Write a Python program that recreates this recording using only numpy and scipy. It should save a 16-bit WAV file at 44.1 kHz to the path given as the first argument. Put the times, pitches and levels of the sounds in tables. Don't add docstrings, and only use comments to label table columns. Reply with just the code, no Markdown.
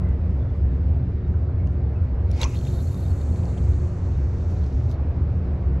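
import sys
import numpy as np
from scipy import signal
from scipy.fft import rfft, irfft, next_fast_len
from scipy.io import wavfile
from scipy.ndimage import uniform_filter1d

SR = 44100
rng = np.random.default_rng(int(sys.argv[2]) if len(sys.argv) > 2 else 0)


def volts(x):
    e = np.asarray(x, float) / 20
    return 10 ** e


def dump(signal):
    limited = np.clip(np.atleast_2d(signal).T, -1, 1)
    pcm = np.round(limited * 32767).astype(np.int16)
    wavfile.write(sys.argv[1], SR, pcm)


N = 255780


def evened(x):
    return x / np.sqrt(np.mean(x ** 2) + 1e-20)


def read(points, hz):
    f, value = np.transpose(points)
    return np.interp(np.log(hz + 1), np.log(f + 1), value)


def play(rows):
    s, *columns = np.transpose(rows)
    t = np.arange(s[0], s[-1], 1 / SR)
    curves = [np.interp(t, s, column) for column in columns]
    return round(s[0] * SR), t, curves, signal.windows.tukey(len(t), 0.04)


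def add(mix, at, sound, pan_db):
    part = mix[:, at:at + sound.shape[-1]]
    sides = volts(np.array([[pan_db / 2], [-pan_db / 2]]))
    part += (sound * sides)[:, :part.shape[1]]


def resonate(x, hz, width_hz):
    turn = np.exp(2j * np.pi * np.cumsum(hz * np.ones(len(x))) / SR)
    r = np.exp(-np.pi * width_hz / SR)
    low = x / turn + 1e-18
    for _ in range(2):
        low = signal.lfilter([1 - r], [1, -r], low)
    return evened((turn * low).real)


def flutter(length, ms, depth_db):
    size = max(int(ms * SR / 1000), 1)
    return volts(depth_db * evened(uniform_filter1d(rng.standard_normal(length), size)))


# t/s, air rush/dB, butt whoosh/dB, shaft whistle/dB, tip whistle/dB
ROD_SWEEP = [(2.26, -74.5, -57.5, -66, -75), (2.342, -54, -59, -73, -55.5), (2.392, -44.5, -47, -64.5, -63),
             (2.43, -31.5, -43, -40.5, -46), (2.444, -38.5, -44, -38, -32), (2.454, -45.5, -37, -38.5, -48),
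             (2.502, -55.5, -57, -53, -60), (2.555, -48, -56, -53, -60)]
# f/Hz, density/dB per Hz
RUSH_SPECTRUM = [(290, -30.5), (500, -7.5), (833, -7), (982, -14.5), (1780, -23.5), (2180, -8.5),
                 (3000, -21), (6060, -22.5), (13500, -46)]
# t/s, butt f/Hz, shaft f/Hz, tip f/Hz
VORTEX_PITCH = [(2.27, 600, 2000, 3710), (2.33, 636, 2200, 4300), (2.38, 660, 2360, 5300),
                (2.42, 915, 2140, 6000), (2.46, 1095, 2490, 6000), (2.52, 1110, 2650, 6400),
                (2.58, 1100, 2620, 6400)]


def sweep():
    at, t, (rush_db, butt_db, shaft_db, tip_db), edge = play(ROD_SWEEP)
    s, *pitch = np.transpose(VORTEX_PITCH)
    butt_hz, shaft_hz, tip_hz = (np.interp(t, s, hz) for hz in pitch)
    n = len(t)
    air = rng.standard_normal((n, 5)).T
    stereo_air = air[0] + 0.55 * air[[3, 4]]
    colour = volts(read(RUSH_SPECTRUM, np.fft.rfftfreq(n, 1 / SR)))
    rush = evened(irfft(rfft(stereo_air) * colour, n))
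    out = volts(rush_db + 1.5) * rush * flutter(n, ms=1.0, depth_db=1.5)
    out += volts(butt_db + 0.5) * resonate(air[1], butt_hz, 350)
    out += volts(shaft_db - 5.5) * resonate(air[2], shaft_hz, 280)
    out += volts(tip_db - 3.0) * resonate(air[3], tip_hz, 1500)
    return at, out * edge


def snap(modes):
    t = np.arange(2600) / SR
    contact = 0.3 * rng.standard_normal(len(t)) * volts(-60 * t / 0.0054)
    contact[4] += 1
    ring = sum(volts(db - 60 * t / t60_s) * np.sin(2 * np.pi * hz * t) for hz, db, t60_s in modes)
    swell = 1 - np.exp(-t / 0.0003)
    blow = signal.fftconvolve(contact, ring * swell)[:len(t)]
    return blow / abs(blow).max()


# t/s, peak/dB, left over right/dB
RELEASE_BLOWS = [
    (2.3141, -37.5, 0.96),
    (2.4146, -20, 0),
    (2.4166, -33, 1),
    (2.4308, -21.5, -0.14),
    (2.4322, -23, -0.48),
    (2.436, -30, 0),
    (2.4409, -20, .5),
    (2.4468, -37.5, 0),
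]
# f/Hz, level/dB, t60/s
BLOW_MODES = [
    [(3800, -1, .016), (5660, -1, .01), (7020, -5, .008), (9860, -3, .006)],
    [(2310, -4.5, .02), (3960, 9.5, 0.011), (5300, -7, .008), (6400, 2.5, .01), (7800, -6, 0.011)],
    [(11660, -2.5, 0.008), (12550, -5, .008), (8060, -4, 0.0089)],
    [(2800, 3, 0.013), (3350, 8.5, 0.015), (4300, -6, 0.012), (7000, -10.5, .007)],
    [(2040, -0.5, .014), (2800, 7, 0.024), (4300, 7.5, 0.015)],
    [(3300, 0, 0.011), (5920, -2, .02)],
    [(6000, 8.5, 0.013), (6400, -7, .01), (3000, -6, .012)],
    [(6000, 0, .016), (2300, -2, .014)],
]


def release(tackle):
    for (s, db, pan_db), modes in zip(RELEASE_BLOWS, BLOW_MODES):
        add(tackle, round(s * SR), volts(db) * snap(modes), pan_db)


# t/s, hiss/dB, rim sizzle/dB, guide rattle/dB, first guide ring/dB
LINE_RUN = [(2.46, -48, -70, -53, -61), (2.48, -53.5, -58, -50.5, -67), (2.52, -57, -70, -67, -74),
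            (2.54, -61, -64, -70, -71), (2.56, -57.5, -62, -51, -59), (2.63, -56.5, -65, -60, -72),
            (2.67, -55.5, -64, -55.5, -57), (2.73, -57.5, -61, -56.5, -65), (2.79, -59.5, -63, -54, -59),
            (2.82, -57, -63, -58, -70), (3.01, -60.5, -63, -60.5, -61), (3.13, -60, -68, -61.5, -74),
            (3.67, -61.5, -83, -64.5, -80), (3.98, -64.5, -88.5, -72, -88), (4.19, -65, -89.5, -63, -75),
            (4.25, -66, -88, -72, -85), (4.39, -64.5, -91.5, -67, -80), (4.49, -64, -90, -75, -82),
            (4.51, -63, -74, -64, -77), (4.6, -65.5, -92.5, -70, -79), (4.64, -65, -89, -58, -71),
            (4.68, -64, -91, -75, -77), (4.73, -65, -89, -67, -79), (4.78, -65, -87, -75, -90),
            (4.85, -65, -89.5, -70, -79), (4.88, -68, -91, -74, -82), (4.92, -62.5, -64.5, -58, -71),
            (4.93, -68.5, -79, -59, -72), (4.98, -74.5, -93, -73, -79)]
# t/s, f/Hz
HISS_PITCH = [(2.46, 6430), (3.0, 7070), (3.6, 7030), (4.2, 6000), (4.98, 5560)]
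# f/Hz, width/Hz, level/dB
GUIDE_MODES = [(4293, 260, -3.5), (3300, 970, -7.5), (4020, 920, 2), (6344, 200, -9)]
# f/Hz, width/Hz, level/dB
RIM_MODES = [(11780, 1300, -2), (10800, 2700, 1.5), (12640, 1200, -10)]


def line():
    at, t, (hiss_db, rim_db, rattle_db, ring_db), edge = play(LINE_RUN)
    n = len(t)
    centre_hz = np.interp(t, *np.transpose(HISS_PITCH))
    air, chance = rng.standard_normal((n, 7)).T, rng.random((n, 3)).T
    slap_now = chance[0] < 300 / SR
    slaps = evened(slap_now * volts(-3.0 * np.log(chance[1] + 1e-3)) * np.sign(air[0]))
    drive = slaps + 1.5 * air[1]
    rattle = evened(sum(volts(db) * resonate(drive * flutter(n, 18, 4.5), hz, width_hz)
                        for hz, width_hz, db in GUIDE_MODES))
    ring = resonate(air[6] * flutter(n, 10.5, 6.5), 3680, 220)
    hiss = np.array([resonate(air[2] + 0.44 * air[k] + 0.3 * slaps, centre_hz, 3000) for k in (4, 5)])
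    rim = np.array([sum(volts(db) * resonate(air[3] + 1.1 * air[k], hz, width_hz)
                        for hz, width_hz, db in RIM_MODES) for k in (4, 5)])
    out = volts(hiss_db - 0.9) * hiss * flutter(n, 30.0, 0.7)
    out += volts(rattle_db - 3.5) * rattle
    out += volts(ring_db - 1.0) * ring
    out += volts(rim_db - 0.3) * evened(rim) * flutter(n, 4.0, 1.4) * flutter(n, 40, 1.3)
    return at, out * edge


def tick(hz, bright_db):
    t = np.arange(500) / SR
    air = rng.standard_normal((2, len(t)))
    body = resonate(air[0], hz, 1500) * volts(-60 * t / 0.009)
    crack = resonate(air[1], 6300, 2400) * volts(bright_db + 5 - 60 * t / 0.0066)
    hit = (body + crack) * (1 - np.exp(-t / 0.0003))
    return hit / abs(hit).max()


# t/s, peak/dB, f/Hz, bright share/dB, left over right/dB
TACKLE_TICKS = [(0.0882, -50.5, 2650, -8, -4), (0.1244, -59.5, 2680, -16, -5),
                (1.1623, -60, 2780, -10.5, 3), (1.28, -55, 2850, -10, 0.0), (1.6721, -45, 2870, -8, 4.5),
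                (2.5546, -37, 3090, -16, -4), (2.5704, -39.5, 3628, -12, -0.5),
                (2.5885, -40, 4320, -14, -7), (2.6124, -42, 2610, -10, -2), (2.6514, -42, 3580, -15, 0.0),
                (2.6683, -43, 2600, -20, 3.5), (2.6689, -40, 2600, -18, -0.5),
                (2.6744, -41.5, 3320, -15, -0.5), (2.6814, -40.5, 3680, -15, -5),
                (2.7094, -46, 2640, -9, 0.0), (2.928, -50.5, 4410, -12.5, 0.0),
                (2.9444, -44, 4370, -19, 0.5), (3.0094, -49, 3598, -15, -4), (3.0614, -46, 3420, -12, 0.5),
                (3.084, -45, 4240, -9, 0.0), (3.2094, -54, 2690, -10, -0.5), (3.3594, -46, 2740, -11, -1),
                (3.4344, -43, 2780, -14, -0.5), (3.4544, -42.5, 4260, -10, -0.5),
                (3.488, -51, 2650, -11, -6), (3.5466, -49, 2840, -9, -6), (3.5754, -41, 3000, -10, -2),
                (3.5813, -44, 2780, -10, -9), (3.6394, -49, 5110, -12, -6.5), (3.7344, -47, 4264, -15, 2),
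                (4.0594, -53, 2840, -9, -2.0), (4.1194, -51, 2630, -14, -1.0),
                (4.1884, -48, 2700, -12.5, -1.5), (4.3844, -48.5, 4430, -9, 1),
                (4.5002, -54, 4299, -12, -1.0), (4.5644, -48, 3430, -14, -2.0),
                (4.6409, -46.5, 2710, -16, 0), (4.6633, -49, 4990, -13, -4), (4.7074, -53, 2780, -10, -2),
                (4.7277, -52, 4307, -14, -1.5), (4.7844, -56, 2820, -7, -1.5),
                (4.8958, -49, 4980, -5.5, -2), (4.9137, -43.5, 4300, -16, -9),
                (5.6794, -55, 2800, -21, -5.5)]


def ticks(tackle):
    for s, db, hz, bright_db, pan_db in TACKLE_TICKS:
        add(tackle, round(s * SR), volts(db) * tick(hz, bright_db), pan_db)


# f/Hz, left lead/rad
ANGLER_LEAD = [(0, 0), (3010, -0.64), (5340, -0.27), (6800, -0.1), (8440, -0.8), (9730, 0.0), (13200, 0.0)]


def near_ports(x):
    size = next_fast_len(N)
    lead = read(ANGLER_LEAD, np.fft.rfftfreq(size, 1 / SR))
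    turn = np.exp(0.5j * np.outer([1, -1], lead))
    return irfft(rfft(x, size) * turn, size)[:, :N]


def stone(tackle):
    scatter = rng.standard_normal((2, 1300)) * volts(-60 * np.arange(1300) / SR / 0.01)
    scatter[:, :60] = 0
    return signal.fftconvolve(tackle, scatter / np.linalg.norm(scatter[0]), axes=1)[:, :N]


def bird(length_s, start_hz, end_hz):
    n = round(length_s * SR)
    glide_hz = np.linspace(start_hz, end_hz, n)
    return resonate(rng.standard_normal(n), glide_hz, 140) * signal.windows.tukey(n, 0.6)


# t/s, length/s, start f/Hz, end f/Hz, level/dB
BIRD_NOTES = [
    (0, 0.16, 2020, 2000, -61),
    (.39, .05, 3500, 3500, -68),
    (.48, .04, 3450, 3450, -70),
    (1.24, .05, 3800, 3800, -74),
    (1.336, 0.025, 1450, 1327, -53),
    (1.577, 0.1, 2230, 2200, -61),
    (1.949, 0.047, 2600, 2600, -61.5),
    (5.67, 0.034, 4260, 4300, -76),
]


def birds(tackle):
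    for s, length_s, start_hz, end_hz, db in BIRD_NOTES:
        add(tackle, round(s * SR), volts(db) * bird(length_s, start_hz, end_hz), -0.4)


# t/s, lowest f/Hz, lowest/dB, second/dB, fourth order/dB
ENGINE_THROB = [(0.0, 62.52, -26.5, -27, -29), (0.11, 70.69, -18.5, -26, -37),
                (0.32, 70.45, -24.5, -24, -37), (0.4, 71.0, -20, -40, -48), (0.52, 73.78, -38, -28.5, -40),
                (0.63, 71.9, -16.5, -25, -35), (0.71, 69.9, -26, -38.5, -36),
                (0.89, 71.92, -19.5, -23.5, -33), (0.93, 70.9, -17, -26.5, -42),
                (1.06, 75.21, -29.5, -32.5, -32.5), (1.13, 72.8, -28, -22, -39),
                (1.19, 70.27, -21, -38, -46), (1.24, 69.8, -28, -27, -33.5), (1.4, 70.46, -21, -27, -45),
                (1.5, 74.7, -27, -30.5, -51), (1.65, 70.76, -24.5, -23, -32.5),
                (1.82, 71.08, -23, -37.5, -51), (1.86, 70.86, -23, -36.5, -33.5),
                (2.0, 68.44, -26.5, -21, -43.5), (2.05, 70.4, -25.5, -24, -50), (2.13, 70, -24, -47, -37),
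                (2.23, 69.43, -20, -22.5, -40.5), (2.39, 68.89, -35, -29.5, -47),
                (2.45, 69.33, -24, -34, -39), (2.52, 68.98, -39, -41, -43), (2.57, 69.21, -25, -21, -34.5),
                (2.65, 69.4, -26, -38, -42), (2.7, 69.8, -26, -22.5, -36), (2.81, 69.5, -22, -30, -45),
                (2.86, 68.9, -38, -19.5, -59), (2.97, 70.4, -31, -35, -33),
                (3.13, 70.45, -24.5, -17, -39.5), (3.25, 71.04, -20.5, -43, -53),
                (3.31, 70.52, -25, -25.5, -34), (3.55, 64.2, -28.5, -27.5, -35),
                (3.62, 68.3, -19, -38, -35), (3.68, 69.5, -17.5, -20, -42), (3.93, 69.5, -37, -31, -36),
                (4.15, 69.44, -22.5, -22.5, -40), (4.22, 69.4, -18.5, -38, -48),
                (4.31, 69.66, -24.5, -26, -38.5), (4.57, 70.5, -24.5, -23.5, -37),
                (4.64, 70.64, -17, -28, -33.5), (4.72, 71.1, -25.5, -31, -39),
                (4.86, 71.1, -21.5, -22.5, -50), (4.93, 75.66, -44, -30, -50), (4.97, 73.3, -24, -33, -53),
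                (5.06, 71.97, -24, -28.5, -46.5), (5.25, 71.85, -22, -27.5, -38),
                (5.3, 72.7, -20, -35, -45), (5.38, 74.5, -32, -21.5, -33), (5.54, 70.5, -21, -34, -41),
                (5.59, 69.8, -33.5, -29, -37.5), (5.67, 68.3, -17.5, -25.5, -35.5),
                (5.74, 69.2, -19.5, -39, -44), (5.8, 71.2, -30, -33, -38)]
# f/Hz, level/dB
AUX_MOTOR = (362.5, -48)


def throb():
    at, t, (low_hz, low_db, second_db, fourth_db), edge = play(ENGINE_THROB)
    motor_hz, motor_db = AUX_MOTOR
    drift = evened(uniform_filter1d(rng.standard_normal((len(t), 4)), 3500, 0)).T
    steady = np.ones(len(t))
    pitch_hz = np.array([low_hz, 88 * steady, 176 * steady, motor_hz * steady])
    pitch_hz *= 1 + np.array([[0.05], [0.05], [0.03], [0.004]]) * drift
    level_db = np.array([low_db - 1.0, second_db - 1.0, fourth_db - 1.2, motor_db + 1.2 * drift[0]])
    phase = 2 * np.pi * np.cumsum(pitch_hz, axis=1) / SR + 0.76
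    tones = np.sqrt(2) * (volts(level_db) * np.sin(phase)).sum(0)
    return np.pad(tones, (at, N))[:N]


# f/Hz, width/Hz, level/dB
ENGINE_DRONE = [(115.7, 7, -34), (134.25, 8, -36), (176.1, 15, -44), (252.9, 25, -44.5), (360.8, 8, -51.5),
                (455, 5, -56.5)]


def drone():
    return sum(volts(db) * resonate(rng.standard_normal(N + SR), hz, width_hz)[SR:]
               for hz, width_hz, db in ENGINE_DRONE)


# f/Hz, share/1
PORT_LIKENESS = [(60, 1.0), (130, 1.0), (280, 1), (600, 1), (1300, 0.86), (2800, 0.44), (6040, 0.52),
                 (13000, 0.69)]
# f/Hz, level/dB
PORT_LEAN = [(60, 0), (150, -.1), (300, -1.1), (500, -1.4), (1200, -1), (2500, -.3), (5000, .2),
             (10000, .5)]
# f/Hz, phase/rad
PORT_LEAD = [(40, 0.088), (200, -.03), (600, -0.27), (1500, -0.22), (2400, 0.0072), (3000, -1.1),
             (5600, 0.19), (13000, 0)]


def ports(shape_db, size):
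    hz = np.fft.rfftfreq(size, 1 / SR)
    a, b, c, d = rng.standard_normal((shape_db.shape[1], len(hz), 4)).T
    same = np.clip(read(PORT_LIKENESS, hz), 0, 1)[:, None]
    left = a + 1j * b
    right = same * left + np.sqrt(1 - same ** 2) * (c + 1j * d)
    right = right * np.exp(-1j * read(PORT_LEAD, hz))[:, None]
    lean = volts(read(PORT_LEAN, hz) / 2)[:, None]
    z = np.array([left * lean, right / lean]) * volts(shape_db)
    return evened(signal.istft(z, nperseg=size, noverlap=size * 3 // 4)[1][:, :N])


# f/Hz, density/dB per Hz
WASH_SPECTRUM = [(20, -28), (45, -17), (75, -3.5), (150, -24), (300, -28), (600, -34.5), (900, -43),
                 (1500, -49), (2500, -57), (3300, -65.5), (4800, -69), (7000, -80), (8500, -88),
                 (10000, -94.5), (15000, -104)]
# t/s, mid/dB, treble/dB
LAPPING = [(0.0, -45, -71), (0.35, -47.5, -71.5), (0.82, -47.5, -71.5), (1.13, -48.5, -72),
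           (1.5, -47.5, -73.5), (2.26, -46, -71.5), (2.36, -46.5, -63), (2.49, -50.5, -56),
           (2.58, -47, -56), (2.68, -46, -57), (3.15, -46.5, -61), (3.49, -44, -63), (3.75, -46, -64),
           (4.09, -46.5, -64), (4.54, -46, -63), (4.78, -47, -64), (4.99, -44, -68), (5.23, -44.5, -66.5),
           (5.8, -45, -72.5)]


def wash():
    s, mid_db, high_db = np.transpose(LAPPING)
    hz = np.fft.rfftfreq(2048, 1 / SR)
    t = np.arange(N // 512 + 6) * 512 / SR
    grain = uniform_filter1d(rng.standard_normal((len(t), len(hz))), 20, 1)
    patches = evened(uniform_filter1d(grain, 5, 0)).T
    mid_share = np.exp(-(np.log((hz + 1) / 1000) / 0.84) ** 2)[:, None]
    high_share = 1 / (1 + (3000 / (hz + 1)) ** 4)[:, None]
    spray_share = 1 / (1 + (8000 / (hz + 1)) ** 6)[:, None]
    laps_db = mid_share * (np.interp(t, s, mid_db) + 46.5)
    laps_db += high_share * np.clip(np.interp(t, s, high_db) + 73.5, -4, 4)
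    laps_db += 5.5 * evened(uniform_filter1d(rng.standard_normal(len(t)), 3)) * spray_share
    laps_db += 1.3 * patches * (mid_share + high_share)
    return volts(-27) * ports(read(WASH_SPECTRUM, hz)[:, None] + laps_db, size=2048)


def scene():
    tackle = np.zeros((2, N))
    add(tackle, *sweep(), 0.1)
    release(tackle)
    add(tackle, *line(), 0.3)
    ticks(tackle)
    birds(tackle)
    harbour = wash() + drone() + throb()
    return near_ports(tackle) + volts(-15) * stone(tackle) + harbour


# f/Hz, level/dB
MIC_RESPONSE = [(100, 0), (12500, 0), (13500, -6), (14500, -14.5), (16000, -30), (22000, -52)]


def microphone(x):
    size = next_fast_len(N + 2000)
    response = volts(read(MIC_RESPONSE, np.fft.rfftfreq(size, 1 / SR)))
    return irfft(rfft(x, size) * response, size)[:, :N]


def top_cut(x):
    return signal.sosfilt(signal.butter(12, 15600, fs=SR, output="sos"), x)


def record(dry):
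    heard = microphone(dry)
    heard *= np.clip(0.4 + np.arange(N) / 300, 0, 1)
    return top_cut(heard)


dry = scene()
out = record(dry)
dump(out)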